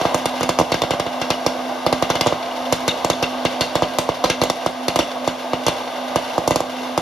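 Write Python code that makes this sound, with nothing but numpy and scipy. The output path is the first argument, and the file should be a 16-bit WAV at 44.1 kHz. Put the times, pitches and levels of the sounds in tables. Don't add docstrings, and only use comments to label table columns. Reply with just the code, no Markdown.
import sys
import numpy as np
from scipy import signal
from scipy.fft import rfft, irfft, next_fast_len
from scipy.io import wavfile
from scipy.ndimage import uniform_filter1d, minimum_filter1d

SR = 44100
rng = np.random.default_rng(int(sys.argv[2]) if len(sys.argv) > 2 else 0)


def persist_wave(psi):
    counts = np.round(np.clip(psi, -1, 1) * 32767).astype(np.int16)
    wavfile.write(sys.argv[1], SR, np.atleast_2d(counts).T)


N = 309141
SIZE = next_fast_len(N + SR // 2, True)
HZ, T = np.fft.rfftfreq(SIZE, 1 / SR), np.arange(N) / SR

# (time [s], steam thump [dB], hull crack [dB], hood ring [dB], hull pitch [Hz])
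BURSTS = [(0.013, -7, -24.5, -26, 3500), (0.0525, -1, -28, -24, 4460), (0.145, -1, -13, -30, 9100),
          (0.2566, -6, -14.5, -23, 9050), (0.4084, -6.5, -26, -23.5, 6100),
          (0.431, -7, -17.5, -23.5, 10000), (0.4916, -1.5, -15.5, -21.5, 6840),
          (0.588, 0, -13.5, -26, 6160), (0.599, -0.5, -18, -35, 6850), (0.6116, 0, -24, -25, 5600),
          (0.7191, -3, -17, -18.5, 4400), (0.742, -4, -20.5, -21, 5360), (0.819, -5.5, -16, -27, 3560),
          (0.8364, -6, -28, -25, 2900), (0.9071, -3.5, -19, -19, 7100), (0.936, -7.5, -30, -32, 2830),
          (0.998, -5, -19.5, -23, 5460), (1.0641, -11, -32, -27.5, 3100), (1.2153, -10, -22, -20, 5540),
          (1.3037, -4, -15.5, -16, 5600), (1.4637, -2, -14, -24, 5400), (1.8643, 0, -17.5, -23.5, 4660),
          (1.9268, -1, -17, -24, 5000), (2.0243, -2, -20, -20.5, 4650), (2.1013, -3, -17.5, -19, 6150),
          (2.1541, -8, -22, -21.5, 4800), (2.2101, -5, -11.5, -22, 4650), (2.2617, -4, -26, -21, 9000),
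          (2.27, 0, -18, -19.5, 6600), (2.324, -5, -38, -28, 4000), (2.7251, -1.5, -11, -18.5, 9660),
          (2.879, -3, -13.5, -17, 7300), (3.0467, -3.5, -16, -29, 7400), (3.1, -2, -14, -19.5, 6500),
          (3.2262, -4.5, -18.5, -16.5, 5230), (3.451, -2, -21, -16.5, 7900), (3.609, -3, -8.5, -17.5, 4360),
          (3.7542, -1, -16, -20, 7950), (3.822, 3.5, -20, -19, 6600), (3.986, -2, -9.5, -23, 8300),
          (4.0899, -2, -27, -24.5, 8500), (4.2405, 1.5, -18, -16, 4100), (4.2444, 3.5, -10.5, -29, 4200),
          (4.299, -2, -12, -13.5, 5800), (4.416, 3.5, -11, -17, 4200), (4.4363, -5.5, -15.5, -37.5, 7300),
          (4.4994, -5, -13.5, -31, 5540), (4.6619, -2, -19.5, -24, 8100), (4.8821, -4, -13, -22, 4440),
          (4.959, -3, -14, -23.5, 8300), (4.99, 3, -10, -24, 3460), (4.9931, -2, -16.5, -18, 5600),
          (5.276, -3, -20.5, -24, 7300), (5.5333, -3.5, -24, -27.5, 3040), (5.6655, -5, -15, -18, 5900),
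          (5.6822, -3.5, -14.5, -22, 7900), (6.1585, 0, -15, -22.5, 10000), (6.38, -2, -23.5, -39, 7100),
          (6.4766, -0.5, -12, -41, 9400), (6.508, 4, -13, -20, 6850), (6.5586, -2.5, -13.5, -25, 7100),
          (6.6046, -6.5, -21, -37, 7200), (6.977, 0, -15, -27, 9300)]
# (centre [Hz], width [Hz], lift [dB])
HOOD_MODES = [(1620, 210, 8.5), (1750, 76, -8), (2054, 397, 11), (2520, 88, -3.5), (2742, 75, 8.5),
              (2905, 54, 6), (3460, 160, 3.5), (3586, 164, 5), (4300, 370, 3)]
# (time [s], level [dB])
RUSH_LEVEL = [(0.0, -20), (0.3, -25), (1.05, -25), (1.7, -24.5), (2.0, -24), (2.6, -24), (3.45, -24.5),
              (4.6, -26), (6.35, -24.5), (6.67, -27), (6.85, -22.5), (7.01, -26)]


def amp(db):
    return 10 ** (np.asarray(db) / 20)


def unit(x):
    return x / np.sqrt(np.mean(x ** 2) + 1e-20)


def over_hz(rows, hz=HZ):
    row_hz, value = np.transpose(rows)
    return np.interp(np.log(hz + 1), np.log(row_hz), value)


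def over_time(rows):
    return np.interp(T, *np.transpose(rows))


def add(mix, s, sound):
    part = mix[..., max(round(s * SR), 0):][..., :sound.shape[-1]]
    part += sound[..., :part.shape[-1]]


def bell(hz, centre_hz, width_hz):
    return 1 / (1 + (2 * (hz - centre_hz) / width_hz) ** 2)


def causal(db):
    log_gain = np.log(amp(db))
    phase = -signal.hilbert(np.r_[log_gain, log_gain[-2:0:-1]]).imag[:len(db)]
    return unit(amp(db)) * np.exp(1j * phase)


def filtered(x, response):
    return irfft(rfft(x, SIZE) * response, SIZE)[..., :N]


def drift(rate_hz):
    return unit(filtered(rng.standard_normal(SIZE), np.exp(-(HZ / rate_hz) ** 2)))


def grit(db):
    return unit(irfft(rfft(rng.standard_normal((2, 2 * (len(db) - 1)))) * amp(db)))


def stereo(x, response):
    # (frequency [Hz], likeness [0-1])
    likeness = [(150, .93), (500, .82), (1000, .72), (2500, .72), (5000, .67), (8000, .93), (11000, .88),
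                (14500, .97)]
    a, b = rfft(x, SIZE) * response
    same = np.clip(over_hz(likeness), 0, 1)
    common, apart = a * np.sqrt((1 + same) / 2), b * np.sqrt((1 - same) / 2)
    return irfft([common + apart, common - apart], SIZE)[:, :N]


def through_hood(spectrum):
    return causal(over_hz(spectrum) + sum(db * bell(HZ, hz, width) for hz, width, db in HOOD_MODES))


def hum_level(rise_s=0.09, waver_db=2.0, waver_hz=7.0, sink_db=8, sink_s=0.065, sink_cap_db=2.5):
    # (time [s], level [dB])
    heard = [(0.0, -32), (0.25, -28), (0.5, -28.5), (0.7, -36.5), (1.0, -32), (1.25, -29.5), (1.72, -30),
             (1.82, -36), (1.93, -27.5), (2.3, -34), (2.38, -32), (2.52, -37.5), (2.6, -28.5), (2.9, -31),
             (3.0, -35), (3.15, -29), (3.6, -31.5), (3.8, -34), (4.0, -30), (4.2, -36.5), (4.4, -29),
             (4.55, -35), (4.82, -29.5), (5.08, -36.5), (5.22, -27.5), (5.43, -38), (5.6, -27.5),
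             (5.72, -34), (5.9, -37), (6.02, -30.5), (6.2, -37.5), (6.6, -37), (6.8, -25), (6.93, -31),
             (7.01, -34)]
    sunk = np.zeros(N)
    age = np.arange(SR) / SR / sink_s
    for s, thump_db, *_ in BURSTS:
        add(sunk, s, sink_db * amp(thump_db) * age * np.exp(1 - age))
    waver = waver_db * np.tanh(2 * drift(waver_hz))
    fade_in = 1 - np.exp(-(T / rise_s) ** 2)
    return amp(over_time(heard) + waver - np.minimum(sunk, sink_cap_db)) * fade_in


def motor(fan_hz=252.5, waver=0.00092, flutter_db=2.0):
    # (pitch [Hz], level [dB])
    tones = [(507.6, -54), (689, -41.5), (1269, -50.5), (1523, -53), (3808, -52.5)]
    clock = 2 * np.pi * np.cumsum(1 + waver * drift(3.6)) / SR
    hum = hum_level() * np.sin(fan_hz * clock)
    whine = sum(amp(db + flutter_db * drift(9.0)) * np.sin(hz * clock + 0.46 * drift(11.0))
                for hz, db in tones)
    return np.sqrt(2) * (hum + whine)


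def whistle(pitch_hz=970, level_db=-34, fade_s=0.38, waver=0.0036):
    clock = 2 * np.pi * np.cumsum(1 + waver * drift(22)) / SR
    return amp(level_db) * np.exp(-(T / fade_s) ** 4) * np.sin(pitch_hz * clock)


def air_rush(gust_db=0.85):
    # (frequency [Hz], level [dB])
    chamber = [(20, -62), (45, -33), (100, -24), (200, -21), (320, -10.5), (410, -15.5), (490, -6),
               (690, -0.5), (860, -5.5), (1230, -10.5), (1320, -28), (1400, -18.5), (2000, -26.5),
               (6000, -70)]
    turbulence = rng.standard_normal((2, N)) * amp(over_time(RUSH_LEVEL) + gust_db * drift(21))
    return stereo(turbulence, causal(over_hz(chamber)))


def swirl(hiss_db=-9.0, rattle_db=-13.5, ticks_per_s=380, spread_db=11.0, flurry_db=3, flurry_hz=12):
    # (frequency [Hz], level [dB])
    hiss = [(300, -19), (1000, -1.5), (1500, 1.5), (1800, -6.5), (3000, 2.5), (4200, -2), (5500, -1.5),
            (8000, -11), (11000, -11.5), (13300, -17), (15000, -28)]
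    sizes = amp(spread_db * np.minimum(rng.exponential(1, N), 4))
    hits = rng.random(N) < ticks_per_s / SR * amp(flurry_db * drift(flurry_hz))
    tick_power = signal.lfilter([1], [1, -np.exp(-1 / (0.014 * SR))], (sizes * hits) ** 2)
    level = np.sqrt(amp(hiss_db) ** 2 + amp(rattle_db) ** 2 * tick_power / tick_power.mean())
    return stereo(rng.standard_normal((2, N)) * level * amp(over_time(RUSH_LEVEL)), through_hood(hiss))


def rustle(ticks_per_s=420, low_hz=2400, high_hz=4700, tick_s=0.0025, spread_db=1.5, count=24):
    # (time [s], level [dB])
    tumble = [(0.0, -45), (1.7, -65), (2.45, -48), (2.7, -50), (3.4, -40.5), (4.7, -49), (5.5, -47),
              (5.95, -43.5), (6.35, -47), (6.67, -47), (6.85, -45), (7.01, -46)]
    t, out = np.arange(SR // 50) / SR, np.zeros((2, N))
    for hz in np.geomspace(low_hz, high_hz, count):
        sizes = amp(spread_db * np.minimum(rng.exponential(1, N), 3))
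        hits = rng.random(N) < ticks_per_s / count / SR
        side = rng.random()
        tick = np.exp(-t / tick_s) * np.sin(2 * np.pi * hz * t)
        out += np.sqrt([[1 - side], [side]]) * signal.oaconvolve(sizes * hits, tick)[:N]
    return amp(over_time(tumble)) * unit(out)


def steam_thumps(gain_db=0.2, cavities_hz=(170, 345), size_spread=0.036, bass_hz=230, knock_hz=880,
                 swing_db=3, even_ring_db=-18.5, knee_db=7, echo_db=-14, echo_s=0.00187):
    # (frequency [Hz], level [dB])
    steam = [(25, -103), (45, -21.5), (80, -11.5), (150, -4), (185, -7), (210, -15.5), (320, -1.5),
             (410, -10), (480, -1.5), (585, -1), (830, -6), (1230, -8.5), (1330, -25.5), (3000, -46),
             (8000, -99)]
    response = causal(over_hz(steam))
    for hz in cavities_hz:
        cavity = 1 - (HZ / hz) ** 2 + 1j * HZ / hz
        response = response * cavity.conj() / cavity
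    bass_band, knock_band = np.exp(-(HZ / bass_hz) ** 4), bell(HZ, knock_hz, width_hz=650)
    puff, bass, knock = irfft([response, response * bass_band, response * knock_band], SIZE)[:, :SR // 10]
    steps, out = np.arange(len(puff)), np.zeros(N)
    for (s, thump_db, _, hood_db, _), chance in zip(BURSTS, rng.standard_normal(len(BURSTS))):
        deep_db = swing_db * np.tanh((hood_db - thump_db - even_ring_db) / knee_db)
        burst = puff + (amp(deep_db - 0.04) - 1) * bass + (amp(-deep_db - 0.5) - 1) * knock
        sized = np.interp(steps * (1 + size_spread * chance), steps, burst)
        add(out, s, amp(thump_db + gain_db) * sized / abs(puff).max())
    echo = amp(echo_db) * filtered(out, np.exp(-2j * np.pi * HZ * echo_s))
    return np.array([out - echo, out + echo])


def hull_cracks(crack_db=-1.87, snap_db=6, snap_s=0.0003, tear_s=0.0074, ragged_db=0.5, pitch_db=9,
                shrill_db=2, ring_db=2.5, ring_t60=0.1, ring_rise_s=0.0027, even_ring_db=-18.5,
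                brightening=0.18):
    # (frequency [Hz], level [dB])
    crack = [(100, -45), (500, 5.5), (1150, 3.5), (1330, -10.5), (1700, -15), (2200, -2.5), (4200, 1),
             (5500, 3.5), (8000, -1.5), (10500, -6.5), (13000, -10.5), (16000, -20)]
    # (frequency [Hz], level [dB])
    ring = [(100, -26), (500, 11), (1100, 0.5), (1400, 7.5), (1800, -3), (3000, 5.5), (4500, 1.5),
            (6000, -2), (8000, -17), (11000, -17.5), (13300, -27), (15500, -38)]
    # (time [s], level [dB])
    knocks = [(2.428, -23.5), (2.46, -29), (5.1154, -24), (5.8756, -27)]
    t = np.arange(SR // 6) / SR
    hz = np.fft.rfftfreq(len(t), 1 / SR)
    octaves = np.log2(np.clip(hz, 2000, 9000) / 4500)
    tear = np.exp(-(t / tear_s) ** 2)
    snap = amp(snap_db) * t / snap_s * np.exp(1 - t / snap_s)
    fade = amp(-60 * t / ring_t60) * (1 - np.exp(-t / ring_rise_s))
    hull, hood = np.zeros((2, 2, N))
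    for s, _, hull_db, hood_db, pitch in BURSTS:
        hull_tilt = shrill_db * np.log2(pitch / 6000) * octaves
        torn = grit(hull_tilt + pitch_db * bell(hz, pitch, width_hz=500))
        jerks = tear * amp(ragged_db * unit(uniform_filter1d(rng.standard_normal(len(t)), size=30)))
        add(hull, s, amp(hull_db + crack_db) * unit(torn * np.hypot(snap, jerks)) * tear.std())
        hood_tilt = brightening * (hood_db - even_ring_db) * octaves
        add(hood, s, amp(hood_db + ring_db) * grit(hood_tilt) * fade)
    for s, db in knocks:
        add(hood, s, amp(db - 60 * t / 0.04) * rng.standard_normal((2, len(t))))
    return stereo(hull, through_hood(crack)) + stereo(hood, through_hood(ring))


def ricochets(gain_db=2.5, first_s=0.004, last_s=0.044, detune=0.027, count=2):
    t, out = np.arange(SR // 20) / SR, np.zeros((2, N))
    upper = HOOD_MODES[-5:]
    for (s, _, _, hood_db, _), bits in zip(BURSTS, rng.random((len(BURSTS), count, 4))):
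        for flight, spot, mistune, side in bits:
            hz, width, _ = upper[int(spot * len(upper))]
            ping = np.exp(-np.pi * width * t) * np.sin(2 * np.pi * hz * (1 + detune * (mistune - .5)) * t)
            gains = amp(hood_db + gain_db) * (1 - flight / 2) * np.sqrt([[1 - side], [side]])
            add(out, s + first_s + flight * (last_s - first_s), gains * ping)
    return out


def pings(gain_db=-1.0, swell_s=0.0037, chatter=0.4, chatter_s=0.0012):
    # (time [s], pitch [Hz], level [dB])
    strikes = [(0.724, 4390, -21), (0.909, 2630, -29), (1.303, 2570, -21), (1.327, 2970, -31),
               (2.231, 2900, -17.5), (2.509, 2885, -25), (2.726, 3500, -26), (2.887, 3690, -11),
               (2.911, 3640, -20), (3.128, 3560, -20.5), (3.238, 2760, -15), (3.6107, 4350, -12),
               (3.833, 3060, -20), (3.838, 2770, -24), (4.5005, 3540, -19), (5.004, 2950, -16.5),
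               (5.683, 2980, -22)]
    t, out = np.arange(SR // 16) / SR, np.zeros(N)
    shape = t / swell_s * np.exp(1 - t / swell_s)
    for (s, hz, db), taps in zip(strikes, rng.standard_normal((len(strikes), len(t)))):
        tone = np.sin(2 * np.pi * hz * t)
        buzz = unit(signal.fftconvolve(taps, np.exp(-t / chatter_s) * tone)[:len(t)])
        add(out, s, amp(db + gain_db) * shape * ((1 - chatter) * tone + chatter * buzz))
    return out


def kitchen(x, first_s=0.0065):
    # (frequency [Hz], time to fall 60 dB [s])
    decay = [(100, 0.31), (500, 0.28), (3000, 0.37), (8000, 0.33), (15000, 0.16)]
    taps = rng.standard_normal((2, SR // 2)) * (rng.random((2, SR // 2)) < .08)
    taps[:, :int(first_s * SR)] = 0
    hz, t, bands = signal.stft(taps, SR, nperseg=256)
    tail = signal.istft(bands * amp(-60 * t / over_hz(decay, hz)[:, None]), SR, nperseg=256)[1]
    return stereo(filtered(x, rfft(tail / np.linalg.norm(tail[0]), SIZE)), 0.87)


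def held_down(level_db, limit_db, recovery_db_per_s):
    recovery = recovery_db_per_s * T
    gain_db = recovery - np.maximum.accumulate(np.maximum(level_db - limit_db, 0) + recovery)
    return uniform_filter1d(minimum_filter1d(gain_db, size=41), size=41)


def scene(blower_db=-2.3, steam_room_db=-12, hull_room_db=-9.0, bits_room_db=-18, blower_room_db=-15):
    steam = steam_thumps()
    hulls = hull_cracks() + rustle()
    blower = amp(blower_db) * (air_rush() + swirl())
    bits = ricochets() + pings()
    to_room = (amp(steam_room_db) * steam + amp(hull_room_db) * hulls
               + amp(bits_room_db) * bits + amp(blower_room_db) * blower)
    return motor() + whistle() + blower + steam + hulls + bits + kitchen(to_room.mean(0))


def record(dry, average_s=0.08, duck_share=0.28, top_hz=16300):
    # (frequency [Hz], left minus right [dB])
    balance = [(50, 1), (300, -3.5), (550, -3), (1000, 0), (1600, -1.5), (2400, 2), (3500, 2.5),
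               (6000, -0.5), (15000, -2)]
    # (frequency [Hz], lag of the left [rad])
    lag = [(100, 0), (3300, -.25), (4000, .35), (5200, -.45), (6200, .6), (8100, 3.05), (9500, 4.2),
           (10600, 6), (12000, 6.4), (13000, 7.2), (14000, 9.3), (16000, 9.4)]
    half = amp(over_hz(balance) / 2)
    x = filtered(dry, np.array([half * np.exp(-1j * over_hz(lag)), 1 / half]))
    step = 1 / (average_s * SR)
    power = signal.lfilter([step], [1, step - 1], (x ** 2).mean(0))
    full_duck_db = held_down(10 * np.log10(power + 1e-12), limit_db=-18.0, recovery_db_per_s=6.0)
    x = x * amp(duck_share * full_duck_db)
    peak_db = 20 * np.log10(abs(x).max(0) + 1e-9)
    x = x * amp(held_down(peak_db, limit_db=-1, recovery_db_per_s=700))
    lowpass = signal.firwin(401, top_hz, window=("kaiser", 9), fs=SR)
    return signal.oaconvolve(x, lowpass[None], "same")


dry = scene()
out = record(dry)
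persist_wave(out)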